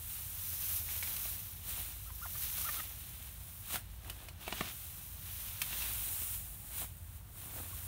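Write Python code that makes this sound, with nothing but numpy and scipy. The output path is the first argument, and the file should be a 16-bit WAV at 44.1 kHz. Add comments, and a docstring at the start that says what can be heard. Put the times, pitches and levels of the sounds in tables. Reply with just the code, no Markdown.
"""Pitching straw in a farmyard

Dry straw is raked together and lifted with a pitchfork, close to a mono microphone. Many tiny fractures
and friction make the blades hiss, the stalks crackle and the heap crunch. The fork knocks and scrapes
on the ground, its tines ringing in damped modes. A hen clucks nearby, a harmonic voice shaped by her
throat, and others call faintly over a low distant rumble."""
import sys
import numpy as np
from scipy import signal
from scipy.fft import rfft, irfft, next_fast_len
from scipy.io import wavfile
from scipy.ndimage import map_coordinates

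SR = 44100
rng = np.random.default_rng(int(sys.argv[2]) if len(sys.argv) > 2 else 0)


def transcribe(signal):
    """Save signal, clipped to [-1, 1], as a 16-bit WAV file at the path in sys.argv[1]."""
    frames = np.atleast_2d(signal).T
    limited = np.clip(frames, -1, 1)
    pcm = np.round(limited * 32767).astype(np.int16)
    wavfile.write(sys.argv[1], SR, pcm)


N = 347067


def amp(db):
    """Amplitude ratio of a level in decibels."""
    return 10 ** (np.asarray(db) / 20)


def unit(x):
    """Normalisation to an rms of 1."""
    return x / np.sqrt(np.mean(x ** 2) + 1e-20)


def level_at(spectrum, hz):
    """Interpolation of (f/Hz, level/dB) points on a logarithmic frequency axis."""
    f, db = np.transpose(spectrum)
    return np.interp(np.log(hz + 1), np.log(f + 1), db)


def wobble(rate):
    """Low-pass noise: a spline through `rate` random knots a second."""
    knots = rng.standard_normal(int(N * rate / SR) + 4)
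    return map_coordinates(knots, [np.arange(N) * rate / SR])


def colour(x, spectrum):
    """Minimum-phase filtering: the response is causal, so clicks keep their sharp onset."""
    size = 2 * next_fast_len(len(x) // 2 + 2048)
    gain = amp(level_at(spectrum, np.fft.rfftfreq(size, 1 / SR)))
    cepstrum = irfft(np.log(gain))
    cepstrum[1:size // 2] *= 2
    cepstrum[size // 2 + 1:] = 0
    return irfft(rfft(x, size) * np.exp(rfft(cepstrum)))[:len(x)]


def burst(t, attack, t60):
    """Exponential decay of noise after a fast onset; it falls 60 dB in t60 seconds."""
    return rng.standard_normal(len(t)) * (1 - np.exp(-t / attack)) * amp(-60 * t / t60)


def add(track, start_s, sound):
    """Superposition of a sound on the track."""
    start = max(round(start_s * SR), 0)
    part = track[start:start + len(sound)]
    part += sound[:len(part)]


def yard_echo(x, t60, wet_db):
    """Scattering from bale, cart and ground: convolution with a short, diffuse tail."""
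    tail = burst(np.arange(SR // 3) / SR, attack=0.0073, t60=t60)
    return x + amp(wet_db) * signal.fftconvolve(x, tail / np.linalg.norm(tail))[:N]


# Spectrum of the rumble and open air: f/Hz, relative level/dB
AIR_SPECTRUM = [(20, -40), (35, -6), (52, -3.5), (70, 0), (85, 1), (110, -5), (135, -8), (170, -12.5),
                (260, -24), (450, -30), (700, -27.5), (1500, -31), (4000, -39), (15000, -44)]
# Narrow bands in the rumble: f/Hz, bandwidth/Hz, level/dB
RUMBLE_BANDS = [(54.8, 3.3, -56), (84.4, 3.01, -59), (100.5, 3.03, -62.5)]

def distant_rumble():
    """Broadband noise under low tones that random quadrature modulation spreads into narrow bands."""
    air = amp(-53) * unit(colour(rng.standard_normal(N), AIR_SPECTRUM))
    turn = 2 * np.pi * np.arange(N) / SR
    tones = sum(amp(db) * unit(wobble(width) * np.sin(hz * turn) + wobble(width) * np.cos(hz * turn))
                for hz, width, db in RUMBLE_BANDS)
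    return air + tones


# Calls from across the yard: t/s, duration/s, starting f/Hz, final f/Hz, level/dB
FAR_CALLS = [(5.55, 1.18, 695, 717, -71.5), (6.07, .17, 900, 850, -66), (6.57, .14, 786, 900, -68),
             (6.69, .14, 875, 790, -70)]

def far_hens(waver=0.011, flutter_db=1.5):
    """Gliding pure tones with slight random frequency and amplitude modulation."""
    track = np.zeros(N)
    for start, length, start_hz, end_hz, db in FAR_CALLS:
        size = round(length * SR)
        pitch = np.linspace(start_hz, end_hz, size) * (1 + waver * wobble(40.5)[:size])
        level = amp(db + flutter_db * wobble(25.5)[:size]) * signal.windows.tukey(size, .5)
        add(track, start, level * np.sin(2 * np.pi * np.cumsum(pitch) / SR))
    return track


# Notes that break into clucks (f is the fundamental, levels are relative):
# break t/s, note duration/s, note f/Hz, note level/dB, cluck f/Hz, cluck level/dB, harshness (0-1)
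HEN_CALLS = [(2.106, .053, 674, -60.5, 502, -54.5, 0.5), (2.263, .048, 717, -47, 344, -45, .25),
             (2.359, 0.0072, 600, -67, 605, -51.5, 0.7), (2.693, 0.048, 695, -47.5, 606, -41, 1),
             (2.803, .048, 682, -51, 629, -44, 0.94), (7.735, 0.011, 640, -64, 546, -54.5, 0.2)]
# Response of the vocal tract: f/Hz, gain/dB
VOCAL_TRACT = [(300, -27), (550, -16), (1050, 2), (1300, -1.5), (1850, -0.5), (2450, -11), (3200, -42),
               (6000, -51)]
NOTE_FLAT, NOTE_CREST = .24, .58  # starts flat by this fraction; peaks at this fraction of its duration
BREAK_S, DROP_S, CLUCK_T60_S = .006, 0.00897, 0.04  # voice breaks, pitch shifts, cluck decays

def near_hen(jitter=0.042, flutter_db=2.5, rasp_db=-9, note_harshness=.07):
    """Source-filter voice: a thin note on the second harmonic arches, then breaks into a harsh cluck."""
    track = np.zeros(N)
    unsteady = wobble(600)
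    for break_at, length, note_hz, note_db, cluck_hz, cluck_db, harshness in HEN_CALLS:
        start = break_at - length
        t = np.arange(round(length * SR) + SR // 20) / SR - length  # zero at the break
        progress = np.minimum(1 + t / length, 1)
        broken = np.exp(-(np.minimum(t, 0) / BREAK_S) ** 2)
        dropped = np.exp(-(np.minimum(t, 0) / DROP_S) ** 2)
        arch = 1 - NOTE_FLAT * (progress / NOTE_CREST - 1) ** 2
        pitch = (1 - dropped) * note_hz * arch + dropped * cluck_hz
        harsh = (1 - broken) * note_harshness + broken * harshness
        note_level = amp(note_db) * np.sqrt(np.abs(np.sin(np.pi * progress)))
        cluck_level = broken * amp(cluck_db - 60 * np.maximum(t, 0) / CLUCK_T60_S)
        shake = unsteady[round(start * SR):][:len(t)]
        phase = 2 * np.pi * np.cumsum(pitch * (1 + jitter * harsh * shake)) / SR
        voice = sum((1 if k == 2 else harsh) * amp(level_at(VOCAL_TRACT, k * pitch)) * np.cos(k * phase)
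                    for k in range(1, 8))
        voice *= 1 + amp(rasp_db) * harsh * np.cos(phase / 2)  # period doubling
        add(track, start, voice * (note_level + cluck_level) * amp(3 + flutter_db * shake))
    return track


# Spectra of the ground's thud, snapping stalks and crackling stalks: f/Hz, relative level/dB
THUD_SPECTRUM = [(50, -10), (110, 0.5), (200, 5), (280, -6), (380, 1.5), (500, -4.5), (680, 5.5), (850, -2),
                 (1120, 0.5), (1400, -7.5), (2200, -5.5), (6000, -35)]
TICK_SPECTRUM = [(2500, -16), (5000, -4.5), (7000, -8.5), (9300, 1), (10500, -5.5), (12000, -2),
                 (15500, -1)]
STALK_SPECTRUM = [(400, -24), (800, -8), (1400, -4.5), (2000, -4), (2800, 0), (3400, -1), (4000, -1.5),
                  (4800, -9), (6000, -7.5), (8000, -13.5), (12000, -26.5)]  # also sounds in straw()
# Modes of the straw-damped tines: ratio to the ring frequency, relative level/dB, T60/s
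TINE_MODES = [(.72, -13, 0.025), (.88, 1, 0.029), (1, 3.5, 0.04), (1.04, 3.5, 0.032), (1.2, -3, 0.042),
              (1.68, -8, 0.048), (1.85, -17, 0.018), (2.3, -27, 0.016)]
# Fork contacts (levels are relative): t/s, thud level/dB, clack level/dB, tick level/dB, ring f/Hz
FORK_CONTACTS = [(.888, -71, -47, -52, 2200), (.9135, -64, -50, -49, 2290), (1.0264, -62, -38.5, -48, 2240),
                 (1.032, -65, -44.5, -38, 2220), (1.0733, -68, -45.5, -45, 2350),
                 (1.165, -65, -48, -37, 2600), (1.2535, -51, -49, -56, 2590), (2.58, -56, -49, -39, 2600),
                 (3.705, -55, -50, -48, 1130), (3.7426, -44.5, -44, -46, 2240),
                 (3.757, -42.5, -40.5, -37.5, 1390), (4.048, -69, -55, -65, 1870),
                 (4.0982, -57, -44, -39, 2910), (4.203, -63, -59, -69, 3570),
                 (4.2854, -54, -48, -47.5, 2430), (4.4675, -60, -47, -60, 2650),
                 (4.4786, -39, -43, -45, 2230), (4.525, -37.5, -37.5, -51, 2850),
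                 (4.6082, -32.5, -39.5, -44, 2710), (5.6176, -52.5, -33, -29.5, 2596),
                 (5.7296, -55, -40.5, -57, 2670), (5.8203, -64, -41, -42, 2630),
                 (6.218, -53.5, -53, -45, 2580), (6.817, -47, -59, -53, 2620),
                 (7.5621, -51.5, -56, -51, 2570)]
SOIL_HZ, SOIL_T60_S, SOIL_LAG_S, SOIL_DB = 175, .022, 0.0038, -11  # the soil gives just after contact

def pitchfork(lead_s=.0008, mode_scatter_db=0.5):
    """Impact excitation: each contact thuds on the ground, rings the tines' modes and snaps stalks."""
    track, t = np.zeros(N), np.arange(SR // 10) / SR
    ratio, mode_db, t60 = np.transpose(TINE_MODES)[:, :, None]
    push = unit(np.exp(-((t - .0018) / 0.00012) ** 2))  # one firm pulse of force
    soil_t = np.maximum(t - SOIL_LAG_S, 0)
    soil = unit(np.sin(2 * np.pi * SOIL_HZ * soil_t) * amp(-60 * soil_t / SOIL_T60_S))
    for contact_s, thud_db, clack_db, tick_db, ring_hz in FORK_CONTACTS:
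        strengths = amp(mode_db - mode_scatter_db * rng.standard_normal(ratio.shape))
        phases = 2 * np.pi * (ring_hz * ratio * t + rng.random(ratio.shape))
        modes = strengths * np.sin(phases) * amp(-60 * t / t60)
        ring = unit(modes.sum(axis=0) * (1 - np.exp(-t / 0.00052)))
        scrape = unit(colour(burst(t, attack=0.0022, t60=0.033), STALK_SPECTRUM))
        clack = unit(ring + amp(-1) * scrape)
        crushed_litter = unit(burst(t, attack=0.0016, t60=0.02))
        thud = unit(colour(amp(-14.5) * push + crushed_litter, THUD_SPECTRUM)) + amp(SOIL_DB) * soil
        tick = unit(colour(burst(t, attack=0.0013, t60=0.035), TICK_SPECTRUM))
        impact = amp(thud_db - 11) * thud + amp(clack_db - 12) * clack + amp(tick_db - 11.5) * tick
        add(track, contact_s - lead_s, impact)
    return track


def fractures(per_second, spread_db):
    """A Poisson process of tiny breaks with log-normal strengths: many weak, a few strong."""
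    chance = np.clip(per_second / SR, 1e-5, 1)
    happens = rng.random(N) < chance
    strength = amp(spread_db * np.clip(rng.standard_normal(N), -3, 2.5))
    polarity = rng.choice([-1, 1], N)
    return unit(happens * strength * polarity / np.sqrt(chance))  # mean power is independent of rate


def stalk_rings(breaks, t60, count=12):
    """Each break excites the short, irregular impulse response of one of several hollow stalks."""
    t = np.arange(SR // 100) / SR
    responses = rng.standard_normal((count, len(t))) * amp(-60 * t / t60)
    stalk = rng.integers(count, size=N)
    return unit(sum(signal.oaconvolve(breaks * (stalk == k), unit(response))[:N]
                    for k, response in enumerate(responses)))


def rustle(level_db, spectrum, peak_rate, spread_db, t60, rub_db, clump_db):
    """Fracture and friction noise, modulated into clumps; faster motion gives more breaks a second."""
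    motion = amp((level_db - np.max(level_db)) / 2)
    grains = stalk_rings(fractures(peak_rate * motion, spread_db), t60)
    rubbing = amp(rub_db) * rng.standard_normal(N)
    clumps = amp(clump_db * unit(wobble(35) + wobble(130)))
    return amp(level_db) * unit(colour(grains + rubbing, spectrum) * clumps)


# Strokes through the straw (levels are relative): full-speed t/s, rise/s, hold/s, fall/s,
# blade level/dB, stalk level/dB, heap level/dB, sliding share of the blade power (0-1)
FORK_STROKES = [ (0.107, 0.17, 0.035, 0.57, -43, -55.5, -75, 0.3),
                (0.691, .36, .08, .09, -36.5, -51, -68.5, 0.9),
                (0.906, 0.16, 0.33, 0.3, -39, -50.5, -66, 0.77),
                (1.693, 0.058, 0.13, 0.18, -41, -50.5, -65.5, 0.25),
                (2.376, 0.31, 0.17, 0.11, -41.5, -54.5, -70, 0.86),
                (2.429, 0.034, 0.017, 0.036, -38, -49, -75, 1),
                (2.573, 0.079, 0.063, 0.25, -37.5, -48.5, -65.5, 0.8),
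                (2.743, 0.069, 0.093, 0.068, -45, -52.5, -66.5, 0.4),
                (3.004, .05, 0.26, 0.14, -51, -59.5, -78, .15),
                (3.498, 0.26, .18, 0.042, -50.5, -63, -77, 0.4),
                (3.733, 0.053, 0.018, 0.034, -38, -43.5, -56, 0.1),
                (3.85, .05, 0.12, 0.13, -59, -65, -79, 0.3),
                (4.079, .07, 0.17, 0.086, -54, -58.5, -62.5, 0),
                (4.416, .02, .1, .1, -53.5, -57.5, -66.5, .2),
                (4.559, 0.11, 0.13, 0.034, -47, -48, -57, 0.3),
                (4.718, 0.044, .26, 0.29, -47.5, -59, -77, 0.45),
                (5.37, 0.23, .06, .35, -44, -53, -72, .65),
                (5.78, 0.17, 0.077, 0.22, -39, -46, -59.5, 0.56),
                (5.982, 0.28, 0.35, 0.13, -39.5, -53.5, -71.5, 0.12),
                (6.5, .1, 0.17, .1, -50.5, -65, -73, .02), (6.792, 0.096, 0.032, 0.052, -40, -51, -58.5, 0),
                (6.95, .1, .22, 0.063, -56, -67.5, -78.5, .02),
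                (7.378, .05, .1, .1, -50.5, -62.5, -67.5, .05),
                (7.562, 0.16, 0.034, 0.094, -46, -56.5, -58.5, .06),
                (7.7, 0.23, 0.19, .2, -46, -58, -66.5, 0.16)]
# The straw never quite rests (levels are relative): blade level/dB, stalk level/dB, heap level/dB
RESTING_LEVELS = (-69, -79, -80)
SWELL_DB = 10  # change over one rise or fall time

def stroke_levels(unevenness_db=0.67):
    """Incoherent addition: the powers of strokes that swell, hold and fade sum to four level curves."""
    t = np.arange(N) / SR
    blades, stalks, heap = amp(RESTING_LEVELS)[:, None] ** 2 * np.ones(N)
    sliding = np.zeros(N)
    for full_at, rise, hold, fall, blades_db, stalks_db, heap_db, slide in FORK_STROKES:
        away = np.maximum(full_at - t, 0) / rise + np.maximum(t - full_at - hold, 0) / fall
        power = amp(-SWELL_DB * np.minimum(away, 10)) ** 2
        blades += power * amp(blades_db) ** 2 * (1 - slide)
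        sliding += power * amp(blades_db) ** 2 * slide
        stalks += power * amp(stalks_db) ** 2
        heap += power * amp(heap_db) ** 2
    return 10 * np.log10([blades, sliding, stalks, heap]) + unevenness_db * wobble(14)


# Spectra of brushed blades, blades sliding on the tines and the heap: f/Hz, relative level/dB
BLADE_SPECTRUM = [(2500, -41), (5000, -18), (6000, -13.5), (7500, -6.5), (8700, -1), (9700, 0.5),
                  (10450, -4.5), (11200, -1.5), (13000, -0.5), (14500, 1), (15600, 1.5)]
SLIDING_SPECTRUM = [(2500, -33), (4000, -15), (4900, -15), (6000, -8.5), (7000, -11.5), (8000, -13),
                    (9500, -6), (10450, -8), (11200, -2.5), (13500, -1.5), (15600, -1)]
HEAP_SPECTRUM = [(70, -12), (170, 3), (330, 2.5), (480, -3), (680, 0.5), (850, -3.5), (1150, -2),
                 (1500, -2.5), (2000, -7.5), (3000, -16), (8000, -57)]

def straw():
    """Fracture and friction at three scales: fine blades hiss, stalks crackle, the heap crunches."""
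    blades_db, sliding_db, stalks_db, heap_db = stroke_levels()
    blades = rustle(blades_db, BLADE_SPECTRUM,
                    peak_rate=3000, spread_db=1.5, t60=0.005, rub_db=2, clump_db=0.57)
    sliding = rustle(sliding_db, SLIDING_SPECTRUM,
                     peak_rate=5500, spread_db=2, t60=0.0023, rub_db=3, clump_db=1.07)
    stalks = rustle(stalks_db, STALK_SPECTRUM,
                    peak_rate=2000, spread_db=2.5, t60=0.0057, rub_db=5, clump_db=1)
    heap = rustle(heap_db, HEAP_SPECTRUM,
                  peak_rate=500, spread_db=3, t60=0.011, rub_db=-3, clump_db=2.25)
    # now and then a single dry stem snaps above the hiss
    snaps = rustle(np.maximum(blades_db, sliding_db), BLADE_SPECTRUM,
                   peak_rate=45, spread_db=3, t60=0.0054, rub_db=-27, clump_db=1)
    return amp(2.5) * (blades + sliding + heap) + stalks + amp(-14) * snaps


def scene():
    """Superposition of all sources at one microphone, alike in both channels."""
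    mono = straw()
    mono += yard_echo(pitchfork(), t60=0.13, wet_db=-11.5)
    mono += yard_echo(near_hen(), t60=0.12, wet_db=-23)
    mono += far_hens() + distant_rumble()
    return np.array([mono, mono])


def record(dry, cutoff_hz=15750):
    """Band limiting: an ideal low-pass filter removes everything above the cutoff."""
    size = next_fast_len(N + SR // 2)
    passband = np.fft.rfftfreq(size, 1 / SR) < cutoff_hz
    return irfft(rfft(dry, size) * passband, size)[:, :N]


dry = scene()
out = record(dry)
transcribe(out)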